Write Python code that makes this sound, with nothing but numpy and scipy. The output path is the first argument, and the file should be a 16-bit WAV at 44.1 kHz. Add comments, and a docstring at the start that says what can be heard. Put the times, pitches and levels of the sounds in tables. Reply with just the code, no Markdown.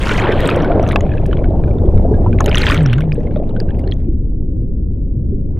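"""A rush of water and a burst of bubbles: a camera in a sealed housing plunges into a pool.
Turbulence buffets the housing as it tumbles through the bubble cloud. Each bubble rings at a pitch
set by its size: large ones gurgle, small ones fizz and pop against the shell, and a few hard bursts
knock it. A trapped air pocket hoots once. When the cloud has passed, the muffled rush is left,
with a stray glug or two."""
import sys
import numpy as np
from scipy import signal
from scipy.fft import rfft, irfft, next_fast_len
from scipy.io import wavfile
from scipy.ndimage import uniform_filter1d

SR = 44100
rng = np.random.default_rng(int(sys.argv[2]) if len(sys.argv) > 2 else 0)


def master(y):
    """Save y as 16-bit WAV."""
    cut = np.clip(np.atleast_2d(y).T, -1, 1)
    pcm = np.round(cut * 32767)  # scale
    wavfile.write(sys.argv[1], SR, pcm.astype(np.int16))


N = 246519


def cloud():
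    """Countless bubbles in three sizes; near ones come in clumps and stand out of the far blur."""
    # arc of the cloud: t/s, gurgle level/dB, fizz level/dB, spray level/dB, near share of power/0-1
    cloud_arc = [(0, -26.5, -29.5, -41.5, .8), (.08, -28, -25, -40, 0.68), (.19, -20, -21.5, -42.5, 0.9),
                 (.26, -17.5, -20.5, -59, 0.22), (.36, -20, -28, -55.5, 0.72),
                 (.5, -17.5, -25, -51.5, 0.46), (.61, -17.5, -27, -66, 0.12), (.78, -18, -34, -75, 0.03),
                 (.9, -24, -35, -56.5, 0.28), (.97, -20, -41, -72, 0), (1.1, -27, -47.5, -69, 0.67),
                 (1.46, -24.5, -53, -71, 0.36), (1.75, -24.5, -53, -69.5, .3),
                 (2.1, -23.5, -54.5, -67.5, 0.35), (2.38, -28, -51.5, -66, .4), (2.48, -21, -43, -64, 0.7),
                 (2.57, -25, -30.5, -44.5, 1), (2.61, -25, -24, -42, 0.99), (2.75, -24, -24, -41, 1),
                 (2.81, -27.5, -38.5, -57, 1), (2.93, -30, -35.5, -71, .7), (3.04, -30.5, -53.5, -75.5, .6),
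                 (3.35, -30.5, -59, -76, 0.8), (3.88, -30.5, -60, -79, .6),
                 (3.97, -42.5, -56.5, -83.5, .75), (4.16, -51.5, -75, -80.5, 0.96),
                 (4.26, -51.5, -87, -99, 0.48), (5.45, -52.5, -90, -100, 0.51), (5.59, -46, -52, -99, 0.05)]
    # tone colours, each: f/Hz, relative level/dB
    gurgle_tone = [(250, 2.5), (400, 6), (600, 4.5), (800, -5), (1000, -14.5), (1400, -30), (2200, -51)]  # large bubbles
    fizz_tone = [(470, -33), (800, 3.5), (1070, -4.5), (1630, 2), (1780, 3), (2070, 1), (3250, -4),
                 (4260, -14.5), (5000, -40.5), (6500, -60), (11000, -120)]  # small bubbles, near
    murk_tone = [(530, -28), (900, -4), (1300, -11), (1590, -13.5), (1730, -19.5), (3920, -45), (5000, -42),
                 (6500, -72), (11000, -120)]  # small bubbles, far
    spray_tone = [(2650, -35), (4500, 4.5), (5220, -2), (6060, -2.5), (8550, -9), (9510, -11), (10900, -24),
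                  (12600, -20.5), (15200, -19.5), (16000, -31.5)]  # finest bubbles, near
    mist_tone = [(2350, -29), (4000, 3), (8160, -4.5), (9280, -3), (11400, -6.5), (14800, -27),
                 (16000, -41)]  # finest bubbles, far
    gurgle_db, fizz_db, spray_db, near = curves(cloud_arc)
    far_gurgle, far_fizz, far_spray, fizz_drift, gurgle_drift = rng.standard_normal((5, N))
    thin_fizz_db = -61
    clump_db = np.clip(4.5 - 0.28 * (fizz_db - thin_fizz_db), 0, 8)  # denser fizz comes more evenly
    clumps = clumping(fizz_drift, clump_db)
    near_gurgle = unit_rms(swarm(249.8, 1685, per_s=2500, cycles=16.6, spread_db=3.0))
    near_fizz = coloured(swarm(800, 5000, per_s=1600, cycles=34, spread_db=2.5), fizz_tone)
    near_spray = coloured(swarm(4500, 15000, per_s=2700, cycles=24, spread_db=4.5), spray_tone)
    gurgle = coloured(0.63 * near_gurgle + far_gurgle, gurgle_tone) * clumping(gurgle_drift, depth_db=2)
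    fizz = np.sqrt(near) * near_fizz * clumps + np.sqrt(1 - near) * coloured(far_fizz, murk_tone)
    spray = np.sqrt(near) * near_spray * clumps + np.sqrt(1 - near) * coloured(far_spray, mist_tone)
    return gain_of(gurgle_db) * gurgle + gain_of(fizz_db) * fizz + gain_of(spray_db) * spray


def glugs():
    """Single large bubbles ring low and round, bending upward as they die."""
    # large bubbles: t/s, level/dB, starting f/Hz, ring length/cycles
    glug_cues = [(.114, -4, 417, 14), (.18, -6.5, 662, 18), (.236, -13, 333, 27), (.29, 1.5, 385, 14),
                 (.446, -8, 416, 35), (0.568, 3, 480, 16.3), (0.62, -3, 277, 14), (.702, -5, 660, 45),
                 (.749, -10, 310, 34), (.796, 7.5, 571, 7.3), (.827, -10.5, 661, 59), (.957, -2, 567, 9),
                 (1.288, -12.5, 375, 36), (1.353, -5.5, 372, 14), (1.485, 0, 311, 10),
                 (1.567, -15.5, 354, 17), (1.654, -11, 365, 16), (1.752, -9.5, 393, 20),
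                 (1.848, -4, 340, 23), (1.982, -14, 393, 19), (2.048, -11, 645, 46), (2.112, -4.5, 402, 29),
                 (2.262, -12, 920, 43), (2.358, -13.5, 358, 40), (2.48, -6.5, 400, 25),
                 (2.717, -10, 272, 32), (3.178, -5, 433, 17), (3.363, -7, 560, 25), (3.399, -9.5, 560, 18),
                 (3.423, -17, 650, 26), (3.611, -9.5, 385, 16), (3.834, -13.5, 513, 14),
                 (3.868, -13.5, 350, 24), (4.082, -10, 301, 26), (4.399, -21, 280, 21),
                 (5.324, -18, 378.4, 54)]
    out = np.zeros(N)
    for s, db, hz, cycles in glug_cues:
        add(out, s, gain_of(db) * bubble(hz, cycles / hz, rise=0.17, onset=0.85))
    return out


def pops():
    """A small bubble splits into two ringing parts with a wet splat, then sheds four fragments."""
    # bursts at the shell: t/s, level/dB, low f/Hz, high f/Hz, high part re low/dB, low part t60/ms
    pop_cues = [(0.028, -20.5, 1660, 2620, 6.5, 9), (0.07, -7.5, 1400, 2900, -20, 14),
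                (0.0926, -2.5, 1450, 2540, -17, 7.5), (0.1111, -6.5, 1440, 2270, -8, 32),
                (0.283, -16.5, 1820, 2260, -16, 48), (0.3212, -13, 1570, 3490, -7, 29),
                (.4419, -15, 1440, 2280, -14, 28), (.4597, -15, 1430, 3630, 5, 8.5),
                (0.4888, 0, 1650, 2270, -5, 5.5), (.512, -11.5, 1480, 2500, 5, 11),
                (0.601, -14, 1320, 2470, -20, 17), (.645, -18, 1490, 2210, -7, 54),
                (0.717, -19, 1395, 2330, -9, 28), (.795, -21, 1570, 2200, 2.5, 14),
                (0.8363, -19, 1280, 2250, -16, 26), (0.865, -23, 1690, 2640, 1, 17),
                (0.8878, -12, 1300, 2410, -21, 9), (0.9104, -6.5, 2100, 2280, -17, 4.8),
                (0.9286, -15, 1250, 2200, -1, 16), (0.9592, -9, 1600, 2570, 7, 18.6),
                (1.0067, -17, 1940, 2430, -4, 10), (1.0645, -31, 1250, 2350, 1, 16),
                (1.0922, -31, 1690, 2440, 1.5, 20), (1.1163, -25, 1690, 2470, -3, 33),
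                (1.137, -25, 1645, 2580, -21, 35), (1.172, -25, 1660, 2600, -22.5, 25),
                (1.18, -30.5, 1660, 2540, 5, 25), (1.257, -22.5, 1270, 2660, -5, 5.8),
                (1.3114, -27, 1660, 2320, -9, 21), (1.329, -18.5, 1400, 3020, -3, 23),
                (1.37, -22.5, 1590, 2340, 8, 4.3), (1.39, -33.5, 1400, 2230, 6, 15),
                (1.4418, -24, 1465, 2200, -5.5, 27), (1.6373, -29, 1590, 2380, -4.5, 25),
                (1.6784, -34, 1470, 2390, -9.5, 42), (1.7093, -40.5, 1340, 2310, 4.5, 37),
                (1.7847, -36.5, 1360, 3520, -3.5, 28), (1.976, -30, 1250, 2200, -8, 20),
                (2.138, -34, 1620, 2300, -28, 110), (2.266, -32.5, 1310, 2460, -18, 77),
                (2.3286, -27, 1500, 2400, -3, 43), (2.3868, -20, 2070, 2200, 1, 14),
                (2.4035, -10.5, 1270, 2450, -27, 27), (2.443, -24.5, 1230, 3900, 0.5, 15),
                (2.4604, -16.5, 1760, 2970, 4.5, 14), (2.479, -10.5, 1490, 2360, -5, 14),
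                (2.486, -15.5, 1290, 2540, 4, 9.9), (2.514, -13, 2200, 2960, 3.5, 15),
                (2.528, -20, 1750, 2370, 12, 13), (2.546, -6.5, 1562, 2840, 6.5, 12.6),
                (2.554, -12, 1865, 2450, -4, 29), (2.5718, -8, 2120, 3480, 5, 7.8),
                (2.58, -20.5, 1670, 3185, 17, 17), (2.605, -20, 2122, 2350, -2, 22),
                (2.619, -18.5, 1625, 4130, 13.5, 9.2), (2.6329, -9, 2100, 2240, 1.5, 14),
                (2.667, -0.5, 1680, 3230, 0, 8.7), (2.685, -10.5, 1695, 2500, 0.5, 19),
                (2.7, -4.5, 1323, 3140, 5.5, 5.2), (2.7185, -7.5, 1440, 2410, 1.5, 23),
                (2.7445, -8.5, 2170, 2260, -9, 12), (2.7765, -18, 2010, 3200, 15, 4.3),
                (2.806, -12.5, 1590, 2430, -6, 8.3), (2.8594, -12, 1400, 2330, -8, 15),
                (2.898, -25, 1730, 3070, 8, 9), (2.9306, -7, 1490, 2590, -1, 9),
                (2.9819, -15, 1470, 2260, -13, 12), (3.006, -16.5, 1500, 2520, -11, 9.5),
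                (3.0393, -31, 1260, 2260, -1, 10), (3.1195, -22, 1720, 2390, 8.5, 17.3),
                (3.155, -33, 1640, 2650, -7.5, 16.7), (3.206, -38.5, 1940, 2400, -8, 23),
                (3.27, -33, 2100, 2200, -12, 33), (3.309, -35, 1580, 2220, -6, 22),
                (3.3596, -23.5, 1300, 2430, -12, 13), (3.4934, -34, 1270, 3730, -2, 14),
                (3.5632, -26.5, 1500, 3140, -17, 40), (3.6014, -23.5, 1650, 4470, -2, 17),
                (3.689, -32, 1580, 2680, -12, 47), (3.706, -29.5, 1720, 3040, -10, 22),
                (3.7926, -37.5, 2090, 2200, -3, 31), (3.8387, -40, 1530, 2820, -1, 35),
                (3.8755, -29, 1720, 4180, -1, 17), (3.9137, -39, 1280, 4070, 14.5, 15),
                (3.9216, -29, 1870, 3220, 13, 22.5)]
    splat_db, shed_db, shed_window_s = -4, -2, 0.016
    out, t = np.zeros(N), np.arange(1200) / SR
    splat_band = signal.butter(5, [1200, 3700], "bandpass", fs=SR, output="sos")
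    splat_shape = strike(t, attack_s=0.0004, t60=0.026)
    sheds = rng.random((len(pop_cues), 4, 3))
    noises = rng.standard_normal((len(pop_cues), len(t)))
    for (s, db, low_hz, high_hz, high_db, ring_ms), fragments, noise in zip(pop_cues, sheds, noises):
        t60 = ring_ms / 1e3
        add(out, s, gain_of(db) * bubble(low_hz, t60, rise=0.04))
        add(out, s, gain_of(db + high_db) * bubble(high_hz, 0.79 * t60, rise=0.043))
        add(out, s, gain_of(db + splat_db) * signal.sosfilt(splat_band, noise * splat_shape))
        for late, faint, pitch in fragments:
            hz = 1000 * 3.8 ** pitch
            fragment_db = db + shed_db - 18 * faint - 6 * pitch
            add(out, s + shed_window_s * late, gain_of(fragment_db) * bubble(hz, 30 / hz, rise=0.039))
    return out


def plinks():
    """The tiniest bubbles add sparkle: a short high ring and a spit of noise."""
    # tiny bubbles: t/s, level/dB, f/Hz, spit re ring/dB
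    plink_cues = [(0.0895, -19, 5650, -12), (0.176, -22, 4770, -6), (0.2, -23, 6800, -17),
                  (0.3213, -24.5, 5200, -9.5), (0.405, -28.5, 4800, 2.5), (0.4564, -24.5, 9000, -5),
                  (0.4744, -12, 8230, -12.5), (0.5003, -22, 4700, -8), (0.5608, -31.5, 5640, 2),
                  (0.622, -27, 5710, -18), (0.6457, -33, 5160, -6), (0.7967, -39, 4730, -6),
                  (0.8287, -26, 5800, -11), (0.877, -28, 6200, -14), (0.8894, -25, 6050, -6),
                  (0.9208, -24.5, 9390, -9), (0.9577, -25, 4800, -6), (1.0076, -21, 6610, -17.5),
                  (1.2623, -43.5, 5660, 11.5), (2.4062, -9.5, 6440, -17), (2.4428, -23, 12400, -18.5),
                  (2.46, -12.5, 6530, -5), (2.4937, -20, 4960, -11), (2.5556, -7.5, 5970, -19.5),
                  (2.5835, -11.5, 9290, -9), (2.614, -25, 4640, -2), (2.6569, -25.5, 5960, -16.5),
                  (2.69, -14.5, 4660, -14), (2.7097, -17.5, 4930, -5), (2.7437, -19, 5860, -6.5),
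                  (2.831, -28.5, 8050, -12), (2.8613, -15, 5470, -29), (2.9308, -28, 5570, -3),
                  (2.9823, -34, 6740, -15), (3.0072, -34, 5630, -1.5), (3.1272, -27.5, 4946, -25),
                  (3.146, -33.5, 8300, -12), (3.6015, -16.5, 4820, -22.5), (3.7934, -45, 4630, 2.5),
                  (3.8746, -53, 4750, -15), (3.913, -46, 4700, -10), (3.9384, -38, 6300, -15)]
    out, t = np.zeros(N), np.arange(600) / SR
    spit_band = signal.butter(2, [4500, 12500], "bandpass", fs=SR)
    spit_shape = strike(t, attack_s=0.0003, t60=0.013)
    for s, db, hz, spit_db in plink_cues:
        spit = signal.lfilter(*spit_band, rng.standard_normal(len(t)) * spit_shape)
        add(out, s, gain_of(db) * bubble(hz, 45 / hz, rise=0.016, onset=2.0))
        add(out, s, gain_of(db + spit_db) * spit)
    return out


def air_pocket():
    """Trapped air gives one nearly pure hoot whose pitch follows the size of the pocket."""
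    # contour of the hoot: t/s, f/Hz, level/dB
    hoot_arc = [(2.74, 141.1, -42), (2.778, 157.3, -7.5), (2.814, 160.2, -11.5), (2.915, 114.6, -10),
                (2.947, 119.6, -13.5), (2.989, 147, -12.5), (3.034, 163.4, -21), (3.114, 151.7, -16),
                (3.16, 134, -23), (3.201, 130, -17.5)]
    hz, db = curves(hoot_arc)
    start_s, end_s, fade_s = hoot_arc[0][0], hoot_arc[-1][0], 0.072
    t = np.arange(N) / SR
    phase = 2 * np.pi * np.cumsum(hz) / SR
    fade = np.clip(np.minimum(t - start_s, end_s - t) / fade_s, 0, 1)
    return np.sqrt(2) * fade * gain_of(db) * (np.sin(phase) + 0.12 * np.sin(2 * phase))


def knocks():
    """Hard bursts make the housing itself ring, each mode at a steady pitch."""
    # hits on the housing: t/s, level/dB
    knock_cues = [(0.9595, -17.5), (1.3294, -33), (2.4062, -16.5)]
    # low modes of the housing: f/Hz, level re hit/dB, t60/s
    shell_modes = [(1095, 16, 0.016), (871, 4.5, 0.04), (1720, -1, 0.034)]
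    out = np.zeros(N)
    for s, db in knock_cues:
        for hz, mode_db, t60 in shell_modes:
            add(out, s, gain_of(db + mode_db) * bubble(hz, t60, rise=0, onset=0.7))
    return out


def water_rush():
    """The stereo bed of turbulence on the housing: slow buffeting below, a smoother rush above."""
    # arc of the flow: t/s, buffeting level/dB, rush level/dB
    flow_arc = [(0.0, -15.5, -24), (0.15, -21.5, -21.5), (0.47, -20.5, -18), (0.95, -16, -18.5),
                (1.43, -14, -20.5), (1.62, -14, -19.5), (1.76, -14.5, -19), (2.19, -12, -16.5),
                (2.65, -14, -20), (2.83, -16.5, -22), (2.96, -19, -23), (3.33, -17.5, -20),
                (4.19, -15.5, -24.5), (4.64, -17.5, -23), (4.87, -17, -25.5), (5.11, -16.5, -26),
                (5.29, -17, -22.5), (5.59, -18.5, -24.5)]
    # brief shoves of water: t/s, change in buffeting level/dB
    shoves = [(0.17, 6.5), (0.39, 7.5), (0.72, 2.5), (1.1, -3), (1.48, 3), (1.871, 4), (1.961, 12),
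              (2.54, 0), (3.67, 1.5), (4.13, 3)]
    # tone colours, each: f/Hz, relative level/dB
    flow_tone = [(11, -23.5), (18, 1), (28, -11), (44, -8.5), (96, -10.5), (144, -15), (216, -18),
                 (318, -22.5), (371, -25.5), (458, -33.5), (577, -40.5), (661, -76.5), (1270, -78.5),
                 (1800, -110), (2340, -140), (3960, -120)]  # buffeting and rush together
    eddy_tone = [(8.8, -26), (15, 0.5), (106, -2), (174, 0), (319, -3.5), (502, -11), (668, -26.5),
                 (855, -43.5), (1400, -55.5), (1820, -75.5), (3080, -120)]  # eddies, unlike at the two microphone ports
    shove_s, crossover_hz = 0.034, 90
    t = np.arange(N) / SR
    buffet_db, rush_db = curves(flow_arc)
    buffet_db += sum(db * np.exp(-((t - s) / shove_s) ** 2) for s, db in shoves)
    flow = coloured(rng.standard_normal(N), flow_tone)
    lows = signal.sosfiltfilt(signal.butter(3, crossover_hz, fs=SR, output="sos"), flow)
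    buffet = lows / np.sqrt(uniform_filter1d(lows ** 2, 4000) + 0.072)  # the shell flexes only so far
    eddy_db = -33.5 + 0.76 * (rush_db + 22.5)  # eddies swell with the rush
    eddies = gain_of(eddy_db) * coloured(rng.standard_normal(N), eddy_tone)
    centre = gain_of(buffet_db) * unit_rms(buffet) + gain_of(rush_db) * unit_rms(flow - lows)
    return centre * gain_of([[0.3], [-0.3]]) + np.outer([1, -1], eddies)


def bubble(hz, t60, rise, onset=1.1):
    """A dying sine that swells in over onset cycles; rise bends it upward as the bubble shrinks."""
    t = np.arange(round(t60 * SR) + 8) / SR
    swell = 1 - np.exp(-(t * hz / onset) ** 2)
    phase = 2 * np.pi * hz * t * (1 + rise * t / t60)
    return swell * gain_of(-60 * t / t60) * np.sin(phase)


def swarm(low_hz, high_hz, per_s, cycles, spread_db, sizes=24):
    """Bubbles of many sizes at random moments, a few much louder; equal energy per Hz."""
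    out = np.zeros(N)
    for hz in np.geomspace(low_hz, high_hz, sizes):
        strength = gain_of(spread_db * np.minimum(rng.exponential(1, N), 5))
        births = rng.random(N) < per_s / sizes / SR
        kicks = strength * births * rng.choice([-1, 1], N)
        out += hz * signal.oaconvolve(kicks, bubble(hz, cycles / hz, rise=0.37))[:N]
    return out


def clumping(noise, depth_db):
    """A gain that wanders over some tens of milliseconds, its mean power 1."""
    wander = unit_rms(uniform_filter1d(uniform_filter1d(noise, 400), 400))
    return gain_of(depth_db * wander - depth_db ** 2 * np.log(10) / 20)


def strike(t, attack_s, t60):
    """A percussive envelope: quick attack, exponential tail."""
    return gain_of(-60 * t / t60) * (1 - np.exp(-t / attack_s))


def coloured(x, tone):
    """Equalises a signal with a tone colour and sets its rms to 1."""
    size = next_fast_len(N)
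    bin_hz = np.fft.rfftfreq(size, 1 / SR)
    hz, db = np.transpose(tone)
    bin_db = np.interp(np.log(bin_hz + 1), np.log(hz + 1), db, left=-120, right=-120)
    return unit_rms(irfft(rfft(x, size) * gain_of(bin_db), size)[:N])


def curves(rows):
    """One automation curve for each column after the time."""
    s, *columns = np.transpose(rows)
    return [np.interp(np.arange(N) / SR, s, column) for column in columns]


def add(mix, s, sound):
    """Drops a sound into the mix at s seconds."""
    part = mix[round(s * SR):][:len(sound)]
    part += sound[:len(part)]


def gain_of(db):
    """Decibels to amplitude."""
    return 10 ** (np.asarray(db) / 20)


def unit_rms(x):
    """Scales a signal to rms 1."""
    return x / np.sqrt(np.mean(x ** 2) + 1e-20)


def scene():
    """The stereo water bed, with bubbles, knocks and hoot in the centre."""
    return water_rush() + cloud() + pops() + plinks() + glugs() + knocks() + air_pocket()


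def record(dry):
    """The camera's audio chain: faint preamp hiss, overload with a rounded knee, band limit."""
    hiss_db, cutoff_hz = -102, 15800
    hissy = dry + gain_of(hiss_db) * rng.standard_normal(dry.shape)
    saturated = 1.04 * hissy / (1 + abs(hissy) ** 6) ** (1 / 6)
    lowpass = signal.firwin(511, cutoff_hz, window=("kaiser", 9), fs=SR)
    return np.clip(signal.oaconvolve(saturated, lowpass[None], "same"), -1, 1)


dry = scene()
out = record(dry)
master(out)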